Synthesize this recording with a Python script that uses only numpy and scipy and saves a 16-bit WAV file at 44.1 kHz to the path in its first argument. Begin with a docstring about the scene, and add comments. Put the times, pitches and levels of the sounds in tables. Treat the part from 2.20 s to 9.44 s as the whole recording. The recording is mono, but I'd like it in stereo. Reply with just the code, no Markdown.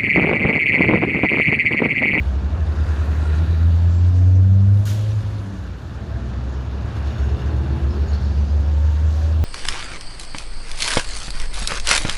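"""Deep, beating exhaust notes climb as heavy trucks pull up a road beyond a wide car park.
Each exhaust sings its firing note, rising with the revs, over a bed of rumble and tyre roar.
Fans hiss, turbos whistle, loose metal clanks, and one truck vents its air brakes.
It is all heard outdoors through two small microphone ports, with light wind puffing on them."""
import sys
import numpy as np
from scipy import signal
from scipy.io import wavfile
from scipy.ndimage import map_coordinates

SR = 44100
rng = np.random.default_rng(int(sys.argv[2]) if len(sys.argv) > 2 else 0)


def unload_audio(sound):
    """Save the sound as a 16-bit wav file, at the path given as the first command line argument."""
    columns = np.transpose(np.atleast_2d(sound))
    # keep every value between -1 and 1, then stretch to whole-number steps
    steps = np.round(np.clip(columns, -1, 1) * 32767)
    wavfile.write(sys.argv[1], SR, steps.astype(np.int16))


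N = 319284
T = np.arange(N) / SR

# Fader rides for the traffic's noise beds: time_s, lows_db, tyres_db, air_db, top_db
TRAFFIC_LEVELS = [(0.0, -40.5, -44.5, -54.5, -65), (0.25, -38.5, -44.5, -57, -72),
                  (0.75, -37.5, -40, -54.5, -60.5), (1.2, -37.5, -43, -55, -58.5),
                  (1.55, -41, -45, -55.5, -62.5), (2.0, -41.5, -46.5, -53.5, -68.5),
                  (2.3, -44, -49, -60, -68.5), (2.75, -40.5, -47.5, -57, -60),
                  (3.0, -42, -45.5, -54.5, -62.5), (3.5, -44, -48, -59.5, -67.5), (4.0, -41, -45, -58, -68),
                  (4.5, -39.5, -45, -55, -70.5), (4.8, -38, -41, -52.5, -65),
                  (5.3, -36.5, -43.5, -55, -63.5), (5.9, -37.5, -43.5, -53.5, -64.5),
                  (6.3, -38.5, -46.5, -53.5, -66.5), (6.75, -41.5, -44.5, -56, -64),
                  (7.24, -39, -45, -54.5, -61)]


def trucks():
    """Seven exhausts spread across the stereo field; neighbouring notes beat."""
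    # Each engine's revs and loudness: time_s, firing_hz, level_db
    near = [(0.0, 64.1, -20), (0.3, 67.23, -21), (0.59, 71.9, -21), (0.89, 74.43, -20), (1.1, 76.88, -17),
            (1.33, 80.27, -16.5), (1.48, 83.24, -12.5), (1.7, 85.73, -14), (2.1, 91.8, -11),
            (2.53, 99.8, -11.5), (2.6, 101.3, -13.5), (2.66, 101.9, -21), (2.79, 106, -16.5),
            (3.1, 107.4, -27), (3.28, 98.5, -27), (3.55, 86.5, -34.5), (3.7, 80, -72)]
    leading = [(0.0, 75.5, -22), (0.21, 77.94, -25.5), (0.421, 81.96, -20.5), (0.63, 80.8, -23),
               (0.84, 85.66, -23), (1.06, 85.73, -32), (1.27, 87.6, -19), (1.478, 89.5, -38),
               (1.69, 90.5, -29), (1.901, 91.3, -38)]
    third = [(2.698, 56.4, -62), (2.9, 55.44, -41), (3.488, 59, -38), (4.201, 64.4, -26), (4.55, 66.9, -25),
             (4.66, 68.2, -27), (4.73, 69.2, -30), (4.81, 69.6, -25), (4.88, 70.3, -20), (4.96, 70.4, -36),
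             (5.01, 67.8, -18), (5.07, 69.8, -20), (5.14, 69.95, -15), (5.19, 70.8, -28),
             (5.27, 72.63, -23), (5.458, 72.46, -21), (5.9, 75.73, -23), (6.449, 79.65, -28),
             (6.65, 80.1, -29.5), (6.85, 80.5, -24), (7.04, 81.5, -36), (7.24, 83.18, -63)]
    last = [(4.8, 66.9, -50), (5.15, 64.6, -31), (5.32, 64.67, -23), (5.5, 65.6, -29), (5.67, 66.76, -20.5),
            (6.022, 69.34, -18.5), (6.722, 75, -15), (7.071, 77.5, -17.5), (7.24, 79.3, -14)]
    fast = [(3.6, 99.5, -44), (3.9, 101.6, -30.5), (4.4, 105.1, -35.5), (4.7, 108.4, -29),
            (5.11, 111.9, -35.5), (5.32, 113, -27), (5.7, 116.6, -45), (5.97, 116.6, -30.5),
            (6.4, 119.6, -53)]
    far = [(1.4, 71.2, -51), (1.71, 72.23, -41.5), (2.951, 75, -41.5), (3.26, 77.7, -42), (3.88, 77.8, -38),
           (4.5, 78.5, -69)]
    coasting = [(2.498, 97.6, -57), (2.65, 97.17, -30), (2.8, 93.7, -38), (3.05, 97.54, -24),
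                (3.2, 100, -69)]
    # Each truck's partials, with fractions from unequal cylinders: ratio to the firing note
    ratios = [(2, 3, 4, 5), (5 / 6,), (2, 7), (5 / 6, 4 / 3, 3, 6), (2,), (), ()]
    # Their balance against the firing note: level_db
    partials_db = [(-27.5, -35, -53, -43), (-28,), (-24, -46), (-25, -19.5, -37, -39), (-22,), (), ()]
    # Each truck's pan: left_minus_right_db
    pans_db = [-0.24, 0.8, -1.5, -0.7, 1.5, -2, 0]
    engines = [near, leading, third, last, fast, far, coasting]
    return sum(exhaust(*truck) * pan(db) for db, *truck in zip(pans_db, engines, ratios, partials_db))


def exhaust(revs, ratios, partials_db):
    """A fluttering firing note whose partials bloom as they sweep through the pipe's resonances."""
    # Exhaust pipe resonances: centre_hz, width_hz, lift_db
    pipe = [(122.3, 8.6, 13.5), (162, 14, 9.5), (193.6, 7.5, 12), (210, 4.7, 7), (244.2, 9, 10),
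            (270.4, 12.8, 10.5), (376, 30, 7), (544.8, 27, 14)]
    on = (T >= revs[0][0]) & (T <= revs[-1][0])
    hz, note_db = (curve[on] for curve in curves(revs))
    phase = 2 * np.pi * np.cumsum(hz) / SR
    flutter_db = 0.87 * drift(26)[on]
    flutter_db += 0.13 * np.maximum(-15 - note_db, 0) * drift(6.9)[on]  # shakier below -15 dB
    note = from_db(note_db + flutter_db) * np.cos(phase)
    for ratio, db in zip(ratios, partials_db):
        pipe_db = sum(lift_db * np.exp(-((ratio * hz[::64] - centre_hz) / width_hz) ** 2)
                      for centre_hz, width_hz, lift_db in pipe)
        wander_db = (drift(1.6) + 1.3 * drift(4.6))[on]
        level_db = note_db + db + np.interp(T[on], T[on][::64], pipe_db) + wander_db
        note += from_db(level_db) * np.cos(ratio * phase + 0.06 * drift(3.3)[on])
    out = np.zeros(N)
    out[on] = np.sqrt(2) * note
    return out


def rumble():
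    """The traffic's low bed, riding the lows fader with a gentler swing."""
    # Rumble colour: frequency_hz, density_db
    colour = [(25, -19.5), (45, -3.5), (80, 6.5), (130, -2.5), (200, -4.5), (280, -15.5), (400, -28)]
    lows_db = curves(TRAFFIC_LEVELS)[0]
    level_db = -30 + 0.72 * (lows_db - lows_db.mean())
    return from_db(level_db) * banded_noise(colour, flicker_db=0.24)


def growl():
    """The throaty low-mid noise of the exhausts."""
    # Growl colour: frequency_hz, density_db
    colour = [(180, -8.5), (250, -5), (340, 3.5), (420, -3.5), (490, -3.5), (580, -2.5), (750, -6.5),
              (1000, -11)]
    lows_db = curves(TRAFFIC_LEVELS)[0]
    return from_db(lows_db) * banded_noise(colour, flicker_db=0.5)


def tyres():
    """The midrange roar of tyres rolling on the road."""
    # Tyre colour: frequency_hz, density_db
    colour = [(600, -14.5), (850, -3.5), (1100, -2), (1450, -2.5), (1800, -1), (2050, -10.5), (3000, -25.5)]
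    tyres_db = curves(TRAFFIC_LEVELS)[1]
    return from_db(tyres_db) * banded_noise(colour, flicker_db=1.15)


def whines():
    """Gears and upper exhaust orders glide evenly as they swell and fade."""
    # Passing whines: start_s, length_s, first_hz, last_hz, peak_db
    glides = [(0.5, 0.6, 436, 456, -50), (0.9, 0.35, 420, 436, -48), (1.05, 0.4, 325, 348, -45),
              (0.75, 0.45, 268, 290, -43), (0.0, 0.3, 190, 186, -38), (1.6, 0.5, 338, 362, -45),
              (3.75, 0.45, 640, 695, -48), (3.95, 0.55, 245, 258, -42), (5.25, 0.5, 845, 870, -50),
              (6.1, 0.5, 725, 760, -51), (6.4, 0.6, 895, 935, -50.5), (6.85, 0.35, 745, 765, -51),
              (1.304, 1.14, 579, 723, -52), (1.85, 0.65, 479.3, 527, -48), (1.999, 0.69, 598, 640, -52),
              (2.501, 0.78, 520, 548, -48), (2.502, 0.46, 605, 638, -51), (3.1, 0.45, 200, 190, -38),
              (3.05, 0.5, 270, 300, -44), (5.251, .7, 222, 227, -41), (5.1, 1.4, 190, 218, -39),
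              (3.504, 1.23, 118.3, 128.5, -35.5), (3.86, 0.37, 222, 210.2, -37),
              (4.9, 1.1, 125, 126.6, -32.5), (4.893, 0.55, 420, 432, -44), (5.2, 0.66, 305, 360, -36),
              (4.899, 0.435, 345, 362, -43.5), (5.659, .33, 378, 420, -42), (5.901, .6, 355, 375, -50),
              (6.25, .6, 535, 556, -46), (6.7, .8, 552, 588, -45)]
    out, swell_db = 0, 8
    for start_s, length_s, first_hz, last_hz, peak_db in glides:
        path = [(start_s, first_hz, peak_db - swell_db),
                (start_s + length_s / 2, (first_hz + last_hz) / 2, peak_db),
                (start_s + length_s, last_hz, peak_db - swell_db)]
        out += wavering_tone(path, waver_hz=5.5, stereo_rad=0.3)
    return out


def air_brake():
    """The valve snaps open and holds, then the hiss dies away as the pressure falls."""
    # Colour of the escaping air: frequency_hz, density_db
    colour = [(900, -6), (1300, -3), (1750, 3.5), (2300, -7.5), (3300, 1), (4800, -6), (6700, -1),
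              (8200, -9), (12600, -9), (15500, -17)]
    # The lower bands build up later: frequency_hz, extra_attack_s
    slow_attack = [(1200, 0.0055), (2500, 0.014), (3300, 0)]
    # The tail, longest in the upper mids: frequency_hz, t60_s
    tail = [(1300, 0.3), (2000, 0.57), (3500, 0.99), (5000, 0.74), (9000, 0.59), (14000, 0.39)]
    start_s, level_db, attack_s, hold_s = 2.651, -35, 0.006, 0.03

    def envelope(hz):
        rise_s = attack_s + at_hz(slow_attack, hz)
        falling_s = np.maximum(T - start_s - rise_s - hold_s, 0)
        attack = np.clip((T - start_s) / rise_s, 0, 1)
        return attack * from_db(level_db - 60 * falling_s / at_hz(tail, hz))

    return banded_noise(colour, flicker_db=0.5, envelope=envelope)


def clanks():
    """Loose metal chatters briefly on a chassis, ringing the modes near each hit's centre most."""
    # Hits: start_s, level_db, centre_hz
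    hits = [(4.764, -45.5, 3680), (4.874, -45, 3900), (4.905, -50, 2900), (4.98, -44.5, 3720),
            (5.09, -49, 4816), (5.16, -51, 2850), (5.2, -48, 3700), (5.218, -46, 2850), (5.305, -50, 4300),
            (5.585, -52, 2850), (5.931, -43.5, 4300), (5.944, -46, 4380)]
    # Chassis modes: pitch_hz, level_db, t60_s
    modes = [(2880, 2, .022), (3564, -2, 0.023), (4000, -4, .018), (4220, -2, 0.026), (4380, 0, 0.031),
             (5270, 6, .018), (6430, 1, .018)]
    chatter_t60_s, spread_hz, off_centre_db = 0.073, 410, -10
    out, age_s = np.zeros((2, N + SR)), T[:SR // 8]
    for start_s, level_db, centre_hz in hits:
        grit = rng.standard_normal(len(age_s)) + rng.standard_normal((2, len(age_s)))  # centre + width
        contact = grit * from_db(-60 * age_s / chatter_t60_s)
        ring = 0
        for hz, mode_db, t60_s in modes:
            focus_db = off_centre_db * (1 - np.exp(-((hz - centre_hz) / spread_hz) ** 2))
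            ring += from_db(mode_db + focus_db) * resonate(contact, hz, t60_s)
        attack_rms = np.sqrt(np.mean(ring[:, :SR // 50] ** 2))
        start = round(start_s * SR)
        out[:, start:start + len(age_s)] += from_db(level_db) * ring / attack_rms
    return out[:, :N]


def fans():
    """The bright rush of the fans, with engine clatter tucked under it on the same fader."""
    # Fan colour: frequency_hz, density_db
    colour = [(1500, -14.5), (2100, -2.5), (2800, 1.5), (3250, 0), (3900, -1), (4600, -10.5), (5500, -16)]
    # Fader ride: time_s, level_db
    ride = [(0.0, -49), (0.44, -47.5), (0.98, -46), (1.84, -51), (2.21, -55), (2.57, -54), (2.89, -49),
            (3.41, -54), (4.57, -50.5), (4.81, -47.5), (5.67, -49.5), (5.88, -49), (6.44, -50.5),
            (7.2, -49.5)]
    rush = banded_noise(colour, flicker_db=1.0)
    return from_db(curves(ride)[0]) * (rush + from_db(-5.5) * clatter(knocks_per_s=180))


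def clatter(knocks_per_s):
    """Uneven knocks of valves and loose metal ring a few panels, differently at each port; rms 1."""
    # Panel modes: pitch_hz, level_db, t60_s
    modes = [(1520, -7.5, 0.015), (2870, 1.5, 0.016), (3660, 6.5, 0.0082), (4630, -2.5, 0.016),
             (5400, -4.5, 0.013)]
    strength = from_db(4.5 * np.minimum(rng.exponential(1, N), 2.5))
    knocks = strength * (rng.random(N) < knocks_per_s / SR)
    out = 0
    for hz, db, t60_s in modes:
        strikes = knocks * rng.standard_normal((2, N)) + 1e-18
        out += from_db(db) * resonate(strikes, hz, t60_s)
    return unit_rms(out)


def squeaks():
    """Metallic hisses, squeaks and rustles: narrow bands of noise that glide as they swell."""
    # Swells: start_s, length_s, pitch_hz, glide_hz, width_hz, peak_db
    swells = [(.35, .55, 5060, -350, 120, -57), (0.699, 0.87, 4780, -300, 328, -59.5),
              (0.395, 1.24, 1392, 20, 80, -45.5), (0.497, 1.12, 1850, -49.5, 251, -47.5),
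              (0.498, 1.03, 2690, -350, 229, -50.5), (0.45, 1.22, 4180, -420, 280, -53),
              (1.101, 0.93, 4600, -250, 331, -59.5), (1.929, 0.048, 5200, 10, 900, -58),
              (2.136, 0.041, 5900, 10, 400, -58), (2.9, 0.025, 5800, 10, 200, -55),
              (2.517, 0.12, 9910, 10, 596, -65), (2.52, .14, 11400, 10, 595, -67),
              (4.5, 1.07, 2800, -39.5, 330, -55), (4.55, 1.3, 3750, -200, 300, -65),
              (4.78, 0.38, 5400, 61, 220, -54), (4.845, 0.28, 6650, -57, 450, -52),
              (4.902, 0.83, 4350, 49.5, 150, -60), (5.601, 0.85, 4440, 100, 498.7, -54),
              (5.68, 0.086, 5130, 60, 400, -51), (5.78, 0.11, 5420, 20, 250, -58),
              (5.92, 0.037, 4230, 51, 349, -50), (5.862, 0.067, 6700, 10, 402, -53),
              (5.978, 0.17, 5350, 10, 450, -56), (6.163, 0.078, 6510, 10, 199.6, -65),
              (6.17, 0.099, 5880, 7, 400, -56), (6.245, 0.098, 4950, 8, 200, -54),
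              (6.852, 0.31, 5250, 13, 2513, -50.5)]
    out, white = np.zeros((2, N)), rng.standard_normal((2, N))
    white[1] = 0.6 * white[0] + 0.8 * white[1]  # partly alike at the two ports
    flutter_db = 2.2 * drift(38)
    for start_s, length_s, hz, glide_hz, width_hz, peak_db in swells:
        span = slice(int(start_s * SR), int((start_s + length_s) * SR))
        age_s = T[span] - start_s
        noise = unit_rms(band(white[:, span], hz - width_hz / 2, hz + width_hz / 2))
        glide = np.exp(1j * np.pi * glide_hz * age_s ** 2 / length_s)
        swell = from_db(peak_db + flutter_db[span]) * np.sin(np.pi * age_s / length_s)
        out[:, span] += swell * np.real(signal.hilbert(noise) * glide)
    return out


def turbos():
    """Thin, high whistles that bend as the turbos spool up or down."""
    # One path a whistle: time_s, pitch_hz, level_db
    paths = [
        [(1.2, 6450, -72), (1.45, 6850, -67), (1.62, 7200, -65), (1.79, 7540, -60), (1.87, 7740, -63),
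         (1.92, 7900, -69), (1.97, 8040, -66), (2.06, 8270, -70), (2.2, 8560, -78), (2.4, 9000, -84)],
        [(2.75, 10100, -82), (3.0, 10600, -76), (3.12, 10500, -76), (3.22, 9700, -78), (3.45, 8600, -80)],
        [(6.45, 7250, -76), (6.6, 7450, -67), (6.76, 7620, -70), (6.93, 7820, -64), (7.02, 7910, -70),
         (7.1, 8010, -67), (7.24, 8150, -76)],
    ]
    return sum(wavering_tone(path, waver_hz=30, stereo_rad=0.2) for path in paths)


def hiss():
    """The traffic's airy hiss and the fine sizzle on top, both flickering."""
    # Colours of the two layers: frequency_hz, density_db
    air_colour = [(3800, -8.5), (5000, -1), (6700, -2.5), (7400, -9.5), (9000, -22.5)]
    top_colour = [(6000, -13.5), (7800, 1.5), (10300, -4), (11500, -5), (14000, -11.5), (15500, -17)]
    air_db, top_db = curves(TRAFFIC_LEVELS)[2:]
    air = from_db(air_db) * banded_noise(air_colour, flicker_db=1.5)
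    return air + from_db(top_db) * banded_noise(top_colour, flicker_db=1.8)


def wind():
    """Wind on the ports: dull thumps over lumpy low buffeting."""
    # Strong puffs: start_s, level_db
    puffs = [(0.761, -26), (0.799, -28), (0.932, -30), (1.008, -25), (1.274, -21), (1.344, -18),
             (1.453, -22), (1.484, -28), (3.955, -29), (4.11, -28), (4.672, -34), (4.806, -33)]
    # Swell of the buffeting: time_s, level_db
    gusts = [(0, -66), (.65, -55), (.8, -38), (1.35, -34), (2.3, -60.5), (3, -41.5), (5.4, -42), (6.2, -54),
             (7.24, -48)]
    pushes = np.full(N, 1e-18)
    for (start_s, db), polarity in zip(puffs, rng.choice([-1, 1], len(puffs))):
        pushes[round(start_s * SR)] = polarity * from_db(db)
    thumps = 210 * band(band(pushes, 45, 150), 30, 210)  # with make-up gain
    buffeting = unit_rms(band(rng.standard_normal((2, N)), 30, 110))
    buffeting *= from_db(curves(gusts)[0] + 0.75 * drift(25))
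    return thumps * [[0.75], [-1.25]] + buffeting  # thumps are out of phase, heavier on the right


def wavering_tone(path, waver_hz, stereo_rad):
    """An unsteady sine along a path of time_s, pitch_hz, level_db, offset in phase between the ports."""
    start_s, end_s, fade_s = path[0][0], path[-1][0], 0.092
    on = (T >= start_s) & (T <= end_s)
    hz, level_db = (curve[on] for curve in curves(path))
    phase = 2 * np.pi * np.cumsum(hz + waver_hz * drift(30)[on]) / SR
    fade = np.clip(np.minimum(T[on] - start_s, end_s - T[on]) / fade_s, 0, 1)
    gain = fade * from_db(level_db + 3.07 * drift(22)[on])
    out = np.zeros((2, N))
    out[:, on] = np.sqrt(2) * gain * np.sin(phase + [[0], [stereo_rad]])
    return out


def banded_noise(colour, flicker_db, envelope=lambda hz: 1):
    """Stereo noise in flickering third-octave bands; its mono mix has rms 1 before the envelope."""
    # The image widens towards the treble: frequency_hz, left_right_correlation
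    likeness = [(30, 0.85), (60, 0.83), (130, 1), (260, 0.92), (550, 0.83), (1100, 0.67), (1800, 0.7),
                (2600, 0.42), (4000, 0.48), (6400, 0.45), (9000, 0.3), (15000, 0.25)]
    # Tonal imbalance of the ports: frequency_hz, left_minus_right_db
    balance = [(60, 1.5), (250, -1.5), (500, 0.5), (1000, -0.5), (1800, -3.5), (2600, 3.5), (3600, 0),
               (4800, 4.5), (6400, 4.5), (8300, -5), (12000, 1.5)]
    # The left port leads near a resonance of the case: frequency_hz, lead_samples
    left_lead = [(900, 0), (1300, 1), (1700, 4), (2050, 3), (2300, 0)]
    edges_hz = 22 * 2 ** np.arange(0, 9.7, 1 / 3)
    out, power, shared_flicker = 0, 0, 0.57 * drift(32)
    white = rng.standard_normal((2, 2, N))
    for k, (low_hz, high_hz) in enumerate(zip(edges_hz, edges_hz[1:])):
        hz = np.sqrt(low_hz * high_hz)
        if not colour[0][0] < hz < colour[-1][0]:
            continue
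        mid, side = band(white[k % 2], low_hz, high_hz)  # neighbouring bands get unrelated noise
        alike = at_hz(likeness, hz)
        stereo = np.sqrt(1 + alike) * mid + np.sqrt(1 - alike) * side * [[1], [-1]]
        gain = from_db(at_hz(colour, hz) + flicker_db * (shared_flicker + drift(8.5)))
        noise = gain * pan(at_hz(balance, hz)) * stereo
        noise[0] = np.roll(noise[0], -round(at_hz(left_lead, hz)))
        out += noise * envelope(hz)
        power += np.mean(noise.mean(axis=0) ** 2)
    return out / np.sqrt(power)


def resonate(x, hz, t60_s):
    """One ringing mode, driven by x."""
    decay, angle = from_db(-60 / (t60_s * SR)), 2 * np.pi * hz / SR
    return signal.lfilter([0, np.sin(angle)], [1, -2 * decay * np.cos(angle), decay ** 2], x)


def drift(rate_hz):
    """Smooth random modulation, rms 1."""
    hop, settle = 40, 2000
    pole = np.exp(-2 * np.pi * rate_hz * hop / SR)
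    white = rng.standard_normal(N // hop + settle + 2)
    slow = signal.lfilter([1], [1, -2 * pole, pole ** 2], white)[settle:]
    return np.interp(np.arange(N) / hop, np.arange(len(slow)), unit_rms(slow))


def band(x, low_hz, high_hz):
    """Band-pass filter."""
    edges_hz = [low_hz, min(high_hz, 0.45 * SR)]
    return signal.sosfilt(signal.butter(2, edges_hz, "band", fs=SR, output="sos"), x)


def curves(rows):
    """One automation curve for each column after time_s."""
    time_s, *columns = np.transpose(rows)
    return [np.interp(T, time_s, column) for column in columns]


def at_hz(points, hz):
    """A curve read on a log-frequency axis."""
    frequency_hz, values = np.transpose(points)
    return np.interp(np.log(hz), np.log(frequency_hz), values)


def pan(left_minus_right_db):
    """Left and right gains."""
    return from_db(np.array([[0.5], [-0.5]]) * left_minus_right_db)


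def from_db(db):
    """Gain of a level."""
    return 10 ** (np.asarray(db) / 20)


def unit_rms(x):
    """Scaled to rms 1."""
    return x / np.sqrt(np.mean(x ** 2) + 1e-20)


def scene():
    """The body of the traffic holds its place while the treble swings as the microphone turns."""
    # The microphone's turn: time_s, left_lag_samples, left_minus_right_db
    turn = [(0, 4.5, -0.5), (.6, 5.5, -0.5), (1.05, 6, -0.7), (1.22, -2.5, 0), (2.2, -1, 0.5), (3, -0.5, 0),
            (4.1, 1.3, -0.3), (4.7, 3.5, -0.4), (5.4, 2.5, -0.4), (7.24, 0.5, 0.2)]
    lag_samples, pan_db = curves(turn)
    body = rumble() + trucks() + whines() + growl() + tyres()
    treble = fans() + hiss() + air_brake() + turbos() + squeaks() + clanks()
    treble[0] = map_coordinates(treble[0], [np.arange(N) - lag_samples], order=3, mode="nearest")
    return (body + treble) * pan(pan_db) + wind()


def record(dry):
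    """A quick fade-in, the microphone's low cut and hollows, then a steep cut of the very top."""
    # Hollows in the microphone's colour: centre_hz, width_hz, gain_db
    dips = [(2090, 250, -3), (3150, 320, -2.5), (5340, 750, -1), (8150, 1600, -3)]
    fade_s, low_cut_hz, high_cut_hz = 0.0015, 29, 15850
    x = dry * np.clip(T / fade_s, 0, 1)
    x = signal.sosfilt(signal.butter(2, low_cut_hz, "high", fs=SR, output="sos"), x)
    for hz, width_hz, db in dips:
        x += (from_db(db) - 1) * signal.lfilter(*signal.iirpeak(hz, hz / width_hz, fs=SR), x)
    return signal.sosfilt(signal.cheby2(20, 70, high_cut_hz, fs=SR, output="sos"), x)


dry = scene()
out = record(dry)
unload_audio(out)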